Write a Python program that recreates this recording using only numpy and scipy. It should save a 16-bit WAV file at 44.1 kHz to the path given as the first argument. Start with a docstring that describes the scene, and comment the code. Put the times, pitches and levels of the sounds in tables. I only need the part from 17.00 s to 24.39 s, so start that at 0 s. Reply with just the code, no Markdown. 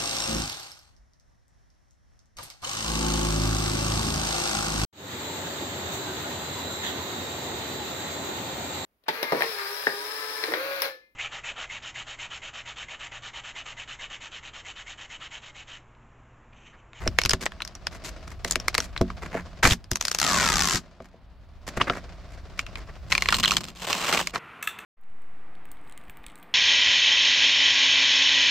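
"""Tearing rotten plywood off a boat deck

Outdoors, with a stereo microphone close to a hand tool prying plywood off a fibreglass deck. Splinters
snap, loose pieces knock on the hollow deck and crumbs crackle in between. A strip of veneer peels off in
a fast stick-slip rattle; later a wider sheet is levered and ripped up. The deck trembles with the force
of the work, and low open-air rumble lies under it."""
import sys
import numpy as np
from scipy import signal
from scipy.fft import rfft, irfft, next_fast_len
from scipy.io import wavfile
from scipy.ndimage import uniform_filter1d

SR = 44100
rng = np.random.default_rng(int(sys.argv[2]) if len(sys.argv) > 2 else 0)


def file_out(sig):
    """Save sig as 16-bit WAV at sys.argv[1]."""
    # one column per channel
    cols = np.atleast_2d(sig).T
    # limit, then scale
    lim = np.clip(cols, -1, 1)
    pcm = np.round(lim * 32767).astype(np.int16)
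    wavfile.write(sys.argv[1], SR, pcm)


N = 325883
WOOD_BAND_HZ, FIBRE_BAND_HZ, CUTOFF_HZ = (300, 2750), (2750, 16000), 16000


def from_db(db):
    """Decibels as a gain."""
    return 10 ** (np.asarray(db) / 20)


def rms_one(x, over=...):
    """Scale to an rms of 1, over all of the sound or the given part."""
    return x / np.sqrt(np.mean(x[over] ** 2) + 1e-20)


def in_time(curve):
    """The value of a curve at every sample."""
    return np.interp(np.arange(N) / SR, *np.transpose(curve))


def add(out, start_s, sound):
    """Mix a sound in at a time."""
    at = max(round(start_s * SR), 0)
    part = sound[..., :max(N - at, 0)]
    out[..., at:at + part.shape[-1]] += part


def band(x, edges_hz):
    """Band-pass between two edges."""
    return signal.sosfilt(signal.butter(3, edges_hz, "band", fs=SR, output="sos"), x + 1e-18)


def colour(x, points):
    """Causal (minimum-phase) filter with the given spectrum."""
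    size = 2 * next_fast_len(x.shape[-1] // 2 + 2048)
    hz, db = np.transpose(points)
    gain_db = np.interp(np.log(np.fft.rfftfreq(size, 1 / SR) + 1), np.log(hz), db)
    cepstrum = irfft(np.log(from_db(gain_db)))
    cepstrum[1:size // 2] *= 2
    cepstrum[size // 2 + 1:] = 0
    return irfft(rfft(x, size) * np.exp(rfft(cepstrum)), size)[..., :x.shape[-1]]


def resonance(x, hz, width_hz):
    """One resonance with a gain of 1 at its peak."""
    radius = np.exp(-np.pi * width_hz / SR)
    feedback = [1, -2 * radius * np.cos(2 * np.pi * hz / SR), radius ** 2]
    return signal.lfilter(np.array([1, 0, -1]) * (1 - radius ** 2) / 2, feedback, x)


def fade(x, seconds):
    """Every click dies away exponentially."""
    return signal.lfilter([1], [1, -np.exp(-1 / (seconds * SR))], x + 1e-18)


def force(x, seconds):
    """The running rms of a sound, lingering for the given time."""
    return np.sqrt(fade(np.mean(x ** 2, axis=0), seconds) / (seconds * SR))


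# Stereo width at the microphone. Each row: frequency in Hz, side against mid in dB.
WIDTH = [(40, -8), (150, -8), (450, -21), (1200, -16), (2500, -8), (5000, -6), (8000, -5), (13000, 0)]

def stereo_noise(size):
    """Noise that is narrowest in the low mids and spreads out in the treble."""
    mid, side = rng.standard_normal((2, size))
    return mid + colour(side, WIDTH) * [[1], [-1]]


# Rumble of the open air around the boat. Each row: time in seconds, relative level in dB.
RUMBLE_LEVEL = [(0.0, -38.5), (0.61, -53.5), (1.1, -47.5), (2.12, -44), (3.11, -54.5), (3.56, -39),
                (3.95, -60.5), (4.67, -51), (6.42, -43.5), (6.71, -57), (7.39, -56)]
# Tone of the rumble and of the distant hiss. Each row: frequency in Hz, gain in dB.
RUMBLE_COLOUR = [(12, -30), (25, -5), (55, 0), (110, -11.5), (170, -20.5), (350, -62)]
AIR_COLOUR = [(90, -10.5), (180, 0.5), (400, -16.5), (560, -12.5), (680, -11), (900, -13), (2500, -24.5),
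              (4500, -28.5), (9000, -67), (16000, -67)]

def open_air(rumble_boost_db=5.5, hiss_db=-59):
    """Outdoor rumble swells and sinks under a faint, steady hiss from far off."""
    rumble = rms_one(colour(stereo_noise(N), RUMBLE_COLOUR))
    hiss = rms_one(colour(stereo_noise(N), AIR_COLOUR))
    return from_db(in_time(RUMBLE_LEVEL) + rumble_boost_db) * rumble + from_db(hiss_db) * hiss


def grains(per_s, spread_db):
    """Fibres give way at random moments, mostly small ones."""
    gives_way = rng.random(N) < per_s / SR
    return gives_way * from_db(spread_db * np.minimum(rng.exponential(1, N), 4))


def fractures(clicks, burst_s, tail_s, tail_db):
    """Each break is a brief burst of tiny cracks, then the wood's short rattle."""
    power = fade(clicks ** 2, burst_s) + from_db(2 * tail_db) * fade(clicks ** 2, tail_s)
    return stereo_noise(len(clicks)) * np.sqrt(power)


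def wood_and_fibres(crackle, wood_db, fibre_db, even_s):
    """Share a crackle between dull wood and bright fibres, each evened out to its own level."""
    out = 0
    for edges, db in ((WOOD_BAND_HZ, wood_db), (FIBRE_BAND_HZ, fibre_db)):
        part = band(crackle, edges)
        power = uniform_filter1d(np.mean(part ** 2, axis=0), int(even_s * SR))
        out = out + part / np.sqrt(np.maximum(power, 1e-12)) * from_db(db)
    return out


# Fingers on the rotten wood, close to the microphone. Each row: time in seconds, level in dB.
FINGER_LEVEL = [(0, -52.5), (0.8, -54), (1.12, -47), (1.38, -55), (1.55, -47.5), (1.92, -52), (2.2, -48.5),
                (2.58, -51), (2.85, -64), (3.8, -55.5), (4.25, -70), (4.62, -62.5), (4.78, -41),
                (5.15, -52), (5.52, -52.5), (5.78, -50), (6.05, -53.5), (7.39, -57)]
# Tone of the crumbling. Each row: frequency in Hz, gain in dB.
CRUMB_COLOUR = [(300, -4.5), (450, -9), (660, 0), (850, -12), (1100, -7.5), (2200, -13.5), (3200, -16),
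                (5000, -15), (7500, -26), (10500, -42), (13000, -55), (16000, -57.5)]

def crumbling(breaks, crumbs_db=-23.5, settle_s=0.0082, finger_fibre_db=-8.0, crumb_fibre_db=3.0):
    """A fine, uneven crackle: fingers rub the wood, and every break sheds crumbs that soon settle."""
    crackle = fractures(grains(per_s=450, spread_db=5.5), burst_s=0.000607, tail_s=0.0097, tail_db=-3)
    fingers = from_db(in_time(FINGER_LEVEL))
    crumbs = from_db(crumbs_db) * force(breaks, settle_s)
    wood_db = 20 * np.log10(np.hypot(fingers, crumbs))
    fibres = np.hypot(fingers * from_db(finger_fibre_db), crumbs * from_db(crumb_fibre_db))
    return wood_and_fibres(colour(crackle, CRUMB_COLOUR), wood_db, 20 * np.log10(fibres), even_s=0.095)


# Strokes of the blade, close up. Each row: start in seconds, length in seconds, wood level in dB,
# grit (fibres against wood) in dB.
BLADE_STROKES = [(0.004, 0.081, -42.5, -11), (0.409, 0.029, -37.5, 0), (0.916, 0.055, -47.5, -3.5),
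                 (1.038, 0.06, -44, 4), (1.273, 0.054, -46.5, -4.5), (1.464, 0.072, -44.5, 5),
                 (1.784, 0.075, -46.5, 3), (2.215, 0.053, -38.5, -12), (2.313, 0.096, -36.5, -15.5),
                 (2.627, 0.046, -18, -4.5), (2.668, 0.07, -32.5, 5.5), (2.998, 0.4, -50, 3),
                 (4.019, 0.068, -58, -6), (4.667, 0.028, -37.5, -1.5), (4.766, 0.016, -30, -9),
                 (4.799, 0.013, -26, -19), (4.869, 0.021, -29, -21), (4.91, 0.077, -38.5, -13),
                 (5.3, 0.056, -55, -5), (5.578, 0.036, -52, 4), (5.771, 0.02, -45, -6.5),
                 (5.885, .02, -45.5, -21), (6.101, 0.043, -39.5, 2.5), (7.333, 0.047, -34, -8)]
# Tone of the crushed wood. Each row: frequency in Hz, gain in dB.
SCRAPE_COLOUR = [(300, 1.5), (600, -1.5), (1300, -1), (2100, -1), (3000, -12), (7000, -13), (10000, -25),
                 (14000, -27.5), (16000, -41)]

def scrapes(light_per_s=300, light_db=-43, denser=.6, swell=0.28):
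    """The blade crushes a run of fibres in one short stroke, more of them the harder it presses."""
    out, t = np.zeros((2, N)), np.arange(SR // 4) / SR
    for start_s, length_s, db, grit_db in BLADE_STROKES:
        biting = t < length_s
        pressure = (np.sin(np.pi * np.minimum(t / length_s, 1)) + .02) ** swell * biting
        per_s = light_per_s * from_db(denser * (db - light_db))
        gives_way = (rng.random(len(t)) < per_s / SR) | (t == 0)
        clicks = gives_way * pressure * rng.uniform(0.43, 1, len(t))
        crush = colour(fractures(clicks, burst_s=0.0018, tail_s=0.0058, tail_db=-12), SCRAPE_COLOUR)
        for edges, band_db in ((WOOD_BAND_HZ, db), (FIBRE_BAND_HZ, db + grit_db)):
            add(out, start_s, from_db(band_db) * rms_one(band(crush, edges), over=np.s_[:, biting]))
    return out


# The hollow deck's panel modes. Each row: pitch in Hz, relative level in dB, seconds to fall 60 dB.
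PANEL_MODES = [(177.2, -2.5, 0.33), (231.7, -1, 0.25), (272, 0.5, 0.15), (365.4, 5.5, .12)]
# Tone of the deck shaking under the work. Each row: frequency in Hz, gain in dB.
TREMBLE_COLOUR = [(70, -27.5), (130, -4.5), (180, 3), (215, -5), (300, -10), (365, -9), (450, -22.5),
                  (800, -49)]

def tremble(work, full_work_db=-25, full_shake_db=-37, follows=0.78, hum_db=-5.0, flex_db=-6):
    """The deck trembles and hums with the force of the work on it, and flexes under a heavy load."""
    load = force(band(work, WOOD_BAND_HZ), seconds=0.011) / from_db(full_work_db)
    shaking = rms_one(colour(stereo_noise(N), TREMBLE_COLOUR))
    modes = sum(resonance(shaking, hz, np.log(1000) / (np.pi * t60)) for hz, _, t60 in PANEL_MODES)
    hum = from_db(hum_db) * rms_one(modes)
    flex = from_db(flex_db) * rms_one(band(stereo_noise(N), edges_hz=(45, 110)))
    return from_db(full_shake_db) * (load ** follows * (shaking + hum) + load * flex)


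# The deck's slow flexing and its hard clack, below and above the panel modes.
# Each row: pitch in Hz, relative level in dB, seconds to fall 60 dB.
FLEX_MODES = [(47.7, 0.5, 0.029), (75, 4.5, 0.025), (108, -1.5, 0.03)]
CLACK_MODES = [(482, -1.5, 0.071), (561, -3.5, 0.065), (649.6, 0.5, 0.079), (824, -3.5, 0.013)]
# Blows on the deck, dead centre. Each row: start in seconds, relative strength in dB, hardness in dB.
DECK_BLOWS = [(0.063, -27, 5.5), (0.077, -34.5, -13.5), (0.252, -31.5, -7.5), (0.335, -27, -5.5),
              (1.032, -47, -3), (1.449, -33, 5.5), (1.558, -32, 3), (1.781, -34, 4), (2.01, -15.5, 0.5),
              (2.348, -29, 10.5), (2.642, -28.5, -13.5), (2.672, -28.5, -11), (2.712, -30, -14),
              (2.916, -29.5, -6), (3.742, -29, -4), (4.002, -41.5, 6.5), (4.14, -55, 11.5),
              (4.771, -28.5, -1.5), (4.812, -31.5, -1), (4.899, -26, 5.5)]

def knocks(flex_db=-5.5, panel_db=-6.5, clack_db=-10.0):
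    """Each blow rings the deck's modes: a soft one flexes it, a hard one clacks."""
    out, t = np.zeros(N), np.arange(SR // 3) / SR
    for start_s, db, hardness_db in DECK_BLOWS:
        shares_db = (flex_db - hardness_db, panel_db, clack_db + hardness_db)
        for modes, share_db in zip((FLEX_MODES, PANEL_MODES, CLACK_MODES), shares_db):
            hz, mode_db, t60 = np.transpose(modes)[:, :, None]
            detune = 1 + 0.03 * rng.standard_normal((len(modes), 1))   # from the hands' pressure
            rings = from_db(mode_db - 60 * t / t60) * np.sin(2 * np.pi * hz * detune * t)
            polarity = (-1) ** np.arange(1, len(modes) + 1)
            add(out, start_s, from_db(db + share_db) * rms_one(polarity @ rings, over=t < .03))
    return out


# Splinters breaking close to the microphone.
# Each row: start in seconds, ring pitch in Hz, level of the crack in dB, edge against crack in dB.
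SPLINTERS = [(0.0762, 5260, -23, 0.5), (0.1869, 2280, -10.5, -10.5), (0.216, 2400, -25, -2),
             (0.236, 5300, -29.5, 4), (0.251, 4970, -23, 0), (0.259, 2440, -21, -3),
             (0.2945, 5200, -24, 6.5), (0.308, 4900, -24, 4), (0.314, 4900, -24.5, 1),
             (0.334, 1600, -19, -3), (0.457, 7700, -34, 5), (0.463, 1940, -19.5, -16),
             (0.52, 1750, -37.5, -16), (0.604, 1530, -32.5, -23), (0.62, 4030, -26.5, -8),
             (0.65, 5600, -40, 4.5), (0.676, 4970, -42, 5), (0.752, 5600, -45.5, 7.5),
             (0.869, 5150, -23.5, -4), (1.447, 2000, -22.5, -5), (1.51, 7200, -34, 15.5),
             (1.522, 6900, -40, 15), (1.557, 2300, -18, -5.5), (1.6, 5600, -38, 6.5),
             (1.6821, 2190, -15.5, -5.5), (1.744, 2160, -25.5, -3), (1.75, 2100, -19.5, -2.5),
             (1.78, 2040, -17, -3.5), (1.803, 5740, -26.5, 2), (1.963, 1830, -28.5, -30),
             (1.977, 3900, -30.5, -6), (2.013, 980, -30, -2.5), (2.102, 1100, -34, -20),
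             (2.63, 1730, -16, -29), (2.652, 2165, -14, -24), (2.674, 1930, -18.5, -1),
             (2.709, 3500, -19, -16), (2.722, 3000, -21, -5), (2.733, 6060, -27.5, -2),
             (2.842, 4900, -49.5, 2), (3.611, 5320, -28, 6), (4.003, 1100, -47.5, -25),
             (4.813, 1086, -18.5, -27.5), (4.815, 2680, -19.5, -30), (4.898, 1380, -19, -31),
             (5.592, 2440, -20.5, -11.5), (5.665, 2520, -37, -11.5), (5.756, 2360, -31.5, -15),
             (6.12, 2470, -18, -13), (6.124, 2120, -15, -9.5), (6.151, 2400, -16, -13),
             (6.179, 2270, -17.5, -10), (6.222, 2090, -17, -8.5), (6.258, 2060, -22, -15),
             (6.287, 1860, -15.5, -12), (6.325, 1360, -15.5, -12), (6.343, 3940, -19.5, -22),
             (6.433, 3180, -19, -11), (6.439, 4400, -18, -13), (6.448, 3960, -18, -16),
             (6.457, 3100, -16, -9), (6.479, 3040, -18.5, -8), (6.509, 2780, -17, -8),
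             (6.518, 1270, -22, -2), (6.568, 3120, -17.5, -3), (6.929, 2670, -19.5, -6),
             (7.126, 1410, -21.5, -5), (7.175, 2520, -21.5, -21), (7.272, 2230, -23, -3.5),
             (7.358, 960, -23, -18)]
# A snap's body, crack and bright edge. Each row: lower limit in Hz, upper limit in Hz.
SNAP_BANDS = [(350, 1200), (1200, 3600), (3600, 16000)]
# Thick, low-ringing splinters have the most body. Each row: ring pitch in Hz, body against crack in dB.
SNAP_BODY = [(1000, 2.5), (1500, -2.5), (2100, -6), (3000, -22.5), (5000, -11), (7500, -0.5)]
# Tone of the break itself. Each row: frequency in Hz, gain in dB.
SNAP_COLOUR = [(300, -1.5), (650, -3), (1250, 2.5), (2200, 1), (3500, 0), (6500, 2), (9000, -9),
               (13000, -12.5), (16000, -29.5)]
GRIP_S, GRIP_BODY_DB = 5.5, -7.5   # from then on a hand holds the sheet and damps each snap's body

def snaps(rows, ring_db=13.0, ring_width_hz=350, overtone_db=-1.5, lead_in_db=-21):
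    """A splinter breaks within a millisecond and rings briefly at its own pitch."""
    out, t = np.zeros((2, N)), np.arange(-SR // 100, SR // 16) / SR
    attack = np.s_[:, (t > -.001) & (t < .004)]   # the levels hold for these 5 ms
    # A faint noise swells just before each snap.
    lead_in = from_db(lead_in_db) * np.exp(-np.abs(t) / .002) * (t < 0)
    for start_s, hz, db, edge_db in rows:
        burst = fractures(1. * (t == 0), burst_s=0.00058, tail_s=0.0031, tail_db=-14.5)
        crack = colour(burst + lead_in * stereo_noise(len(t)), SNAP_COLOUR)
        overtone_hz = min(2 * hz * rng.uniform(.86, 1.14), CUTOFF_HZ)
        ring = from_db(ring_db) * resonance(crack, hz, ring_width_hz)
        ring += from_db(overtone_db) * resonance(crack, overtone_hz, ring_width_hz)
        body_db = np.interp(hz, *np.transpose(SNAP_BODY)) + GRIP_BODY_DB * (start_s > GRIP_S)
        for edges, share_db in zip(SNAP_BANDS, (body_db, 0, edge_db)):
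            part = rms_one(band(crack + ring, edges), over=attack)
            add(out, start_s + t[0], from_db(db + share_db) * part)
    return out


# The veneer strip first lets go in single, quickening jerks. Each entry: start in seconds.
JERKS_S = [2.915, 2.957, 3.011, 3.052, 3.082, 3.115, 3.148, 3.187, 3.2]

def jerks(ring_hz=5600, db=-26.5, edge_db=4.5, tick_after_s=.017, tick_db=-15):
    """Each jerk snaps a thin, bright splinter, and a weaker tick follows as the strip sticks again."""
    rows = []
    for start_s in JERKS_S:
        detune, wait, strength = rng.standard_normal(3)
        hz = ring_hz * np.exp(0.14 * detune)
        tick_s = start_s + tick_after_s * np.exp(0.15 * wait)
        rows += [(start_s, hz, db, edge_db), (tick_s, hz, db + tick_db + 3 * strength, edge_db)]
    return snaps(rows, ring_db=1.5, ring_width_hz=680, lead_in_db=-15.5)


# Speed of the pull once the strip runs freely. 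Each row: time in seconds, slips per second.
PULL_SPEED = [(3.19, 60), (3.24, 98.5), (3.32, 144), (3.40, 139), (3.50, 81), (3.68, 86), (3.80, 113)]
# Tone of the slipping veneer. Each row: frequency in Hz, gain in dB.
PEEL_COLOUR = [(180, -34), (300, -24), (385, -10), (486, -14), (1100, -3.5), (1900, -6), (2740, -11),
               (5520, -9), (7440, -10.5), (9390, -24.5), (12100, -26), (14000, -30.5), (16000, -54.5)]

def stick_slip(start_s, end_s, even_per_s=42, slip_spread_db=0.5):
    """The strip sticks and slips, less evenly the faster it is pulled."""
    per_s = in_time(PULL_SPEED)
    uneven = .0047 * (per_s - even_per_s)
    clicks, at = np.zeros(N), round(start_s * SR)
    while at < end_s * SR:
        wait, strength = rng.standard_normal(2)
        clicks[at] = from_db(slip_spread_db * strength)
        at += int(SR / per_s[at] * np.exp(uneven[at] * wait)) + 1
    return colour(fractures(clicks, burst_s=0.0011, tail_s=0.0098, tail_db=-14.5), PEEL_COLOUR)


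def peel(start_s=3.19, end_s=3.772, attack_s=.025, release_s=0.011, taut_at_s=3.406, taut_for_s=0.13):
    """Each slip runs up the strip's free length and back, returning later as the strip grows."""
    n, t = np.arange(N), np.arange(N) / SR
    taut = np.exp(-.5 * ((t - taut_at_s) / taut_for_s) ** 2)
    echo = 0.48 + 0.18 * taut   # more comes back along a taut strip
    trip_s = 0.001333 + 0.00311 * np.maximum(t - start_s, 0)
    # Only the middle range survives the trip, so the second and third resonances sing.
    survives = signal.butter(1, [750, 1750], "band", fs=SR, output="sos")
    wave = rattle = stick_slip(start_s + attack_s, end_s)
    for _ in range(5):
        returning = signal.sosfilt(survives, wave + 1e-18)
        wave = echo * np.array([np.interp(n - SR * trip_s, n, side) for side in returning])
        rattle = rattle + wave
    envelope = np.clip((t - start_s) / attack_s, 0, 1) * np.exp(-np.maximum(t - end_s, 0) / release_s)
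    return envelope * wood_and_fibres(rattle, wood_db=-30 + 6 * taut, fibre_db=-26, even_s=0.0222)


# Resonances of the wide sheet as it lifts. Each row: pitch in Hz, width in Hz.
SHEET_MODES = [(1080, 130), (2780, 8), (4200, 110), (4980, 160), (7300, 37)]

def sheet_ring(breaks, ring_db):
    """The half-freed sheet rings with whatever breaks under it."""
    return from_db(ring_db) * sum(resonance(breaks + 1e-18, hz, width) for hz, width in SHEET_MODES)


# Tone of the tearing under the sheet. Each row: frequency in Hz, gain in dB.
TEAR_COLOUR = [(300, -2.5), (700, 2.5), (1150, 2), (1900, -1.5), (2900, -2), (5000, -11.5), (8000, -12),
               (10500, -29.5), (13500, -20), (16000, -34)]

def tearing(effort, per_s, spread_db, ring_db, fibre_db, fibre_follows):
    """Hundreds of fibres a second let go under the wide sheet, which rings faintly."""
    t = np.arange(N) / SR
    pulling = (t >= effort[0][0]) & (t <= effort[-1][0])
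    crackle = fractures(grains(per_s, spread_db), burst_s=.0006, tail_s=.0035, tail_db=-10)
    crackle = colour(crackle, TEAR_COLOUR)
    crackle += sheet_ring(crackle, ring_db)
    wood_db = in_time(effort)
    peak_db = wood_db.max()
    bright_db = peak_db + fibre_db + fibre_follows * (wood_db - peak_db)
    return pulling * wood_and_fibres(crackle, wood_db, bright_db, even_s=0.06)


# The tool levering under the sheet. Each row: time in seconds, wood level in dB.
LEVER_EFFORT = [(6.05, -86), (6.11, -46), (6.26, -48), (6.35, -32.5), (6.45, -38.5), (6.53, -35.5),
                (6.70, -51), (6.75, -79)]

def levering():
    """The glue line cracks with a sparse, bright crackle."""
    return tearing(LEVER_EFFORT, per_s=210, spread_db=3.5, ring_db=4, fibre_db=5, fibre_follows=1)


# The sheet coming off the deck. Each row: time in seconds, wood level in dB.
RIP_EFFORT = [(6.75, -56.5), (6.805, -50), (6.825, -38), (6.90, -29.5), (6.98, -34.5), (7.14, -24.5),
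              (7.22, -29), (7.24, -50), (7.31, -51)]

def ripping():
    """The sheet tears loose in a dense crackle; a harder pull sounds woodier."""
    return tearing(RIP_EFFORT, per_s=580, spread_db=2.5, ring_db=-3.5, fibre_db=-2, fibre_follows=0.75)


# Where the work sits before the microphone, about centre to slightly left.
# Each row: time in seconds, left against right in dB.
WORK_PAN = [(0, .8), (.7, 2.0), (1.8, 1.2), (2.2, .3), (2.7, 0), (3.1, 2.2), (3.8, 2.4), (4.6, 0),
            (7.39, -.2)]

def scene(lever_push_db=7, rip_push_db=-4):
    """The wood close up, the deck under it and the open air all round."""
    splinters = snaps(SPLINTERS) + jerks()
    lever, rip = levering(), ripping()
    rubbing = scrapes() + peel() + crumbling(splinters)
    gripped = np.arange(N) / SR > GRIP_S
    wood = splinters + sheet_ring(splinters * gripped, ring_db=2) + rubbing + lever + rip
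    # Levering bears down on the deck; ripping lifts off it.
    work = rubbing + from_db(lever_push_db) * lever + from_db(rip_push_db) * rip
    deck = knocks() + tremble(work)
    pan = from_db(in_time(WORK_PAN) * np.array([[.5], [-.5]]))
    return wood * pan + deck + open_air()


def record(dry):
    """Peaks at the microphone clip at full scale, and the top of the treble is cut steeply."""
    low_pass = signal.ellip(10, .1, 80, CUTOFF_HZ, fs=SR, output="sos")
    return signal.sosfilt(low_pass, np.clip(dry, -1, 1))


dry = scene()
out = record(dry)
file_out(out)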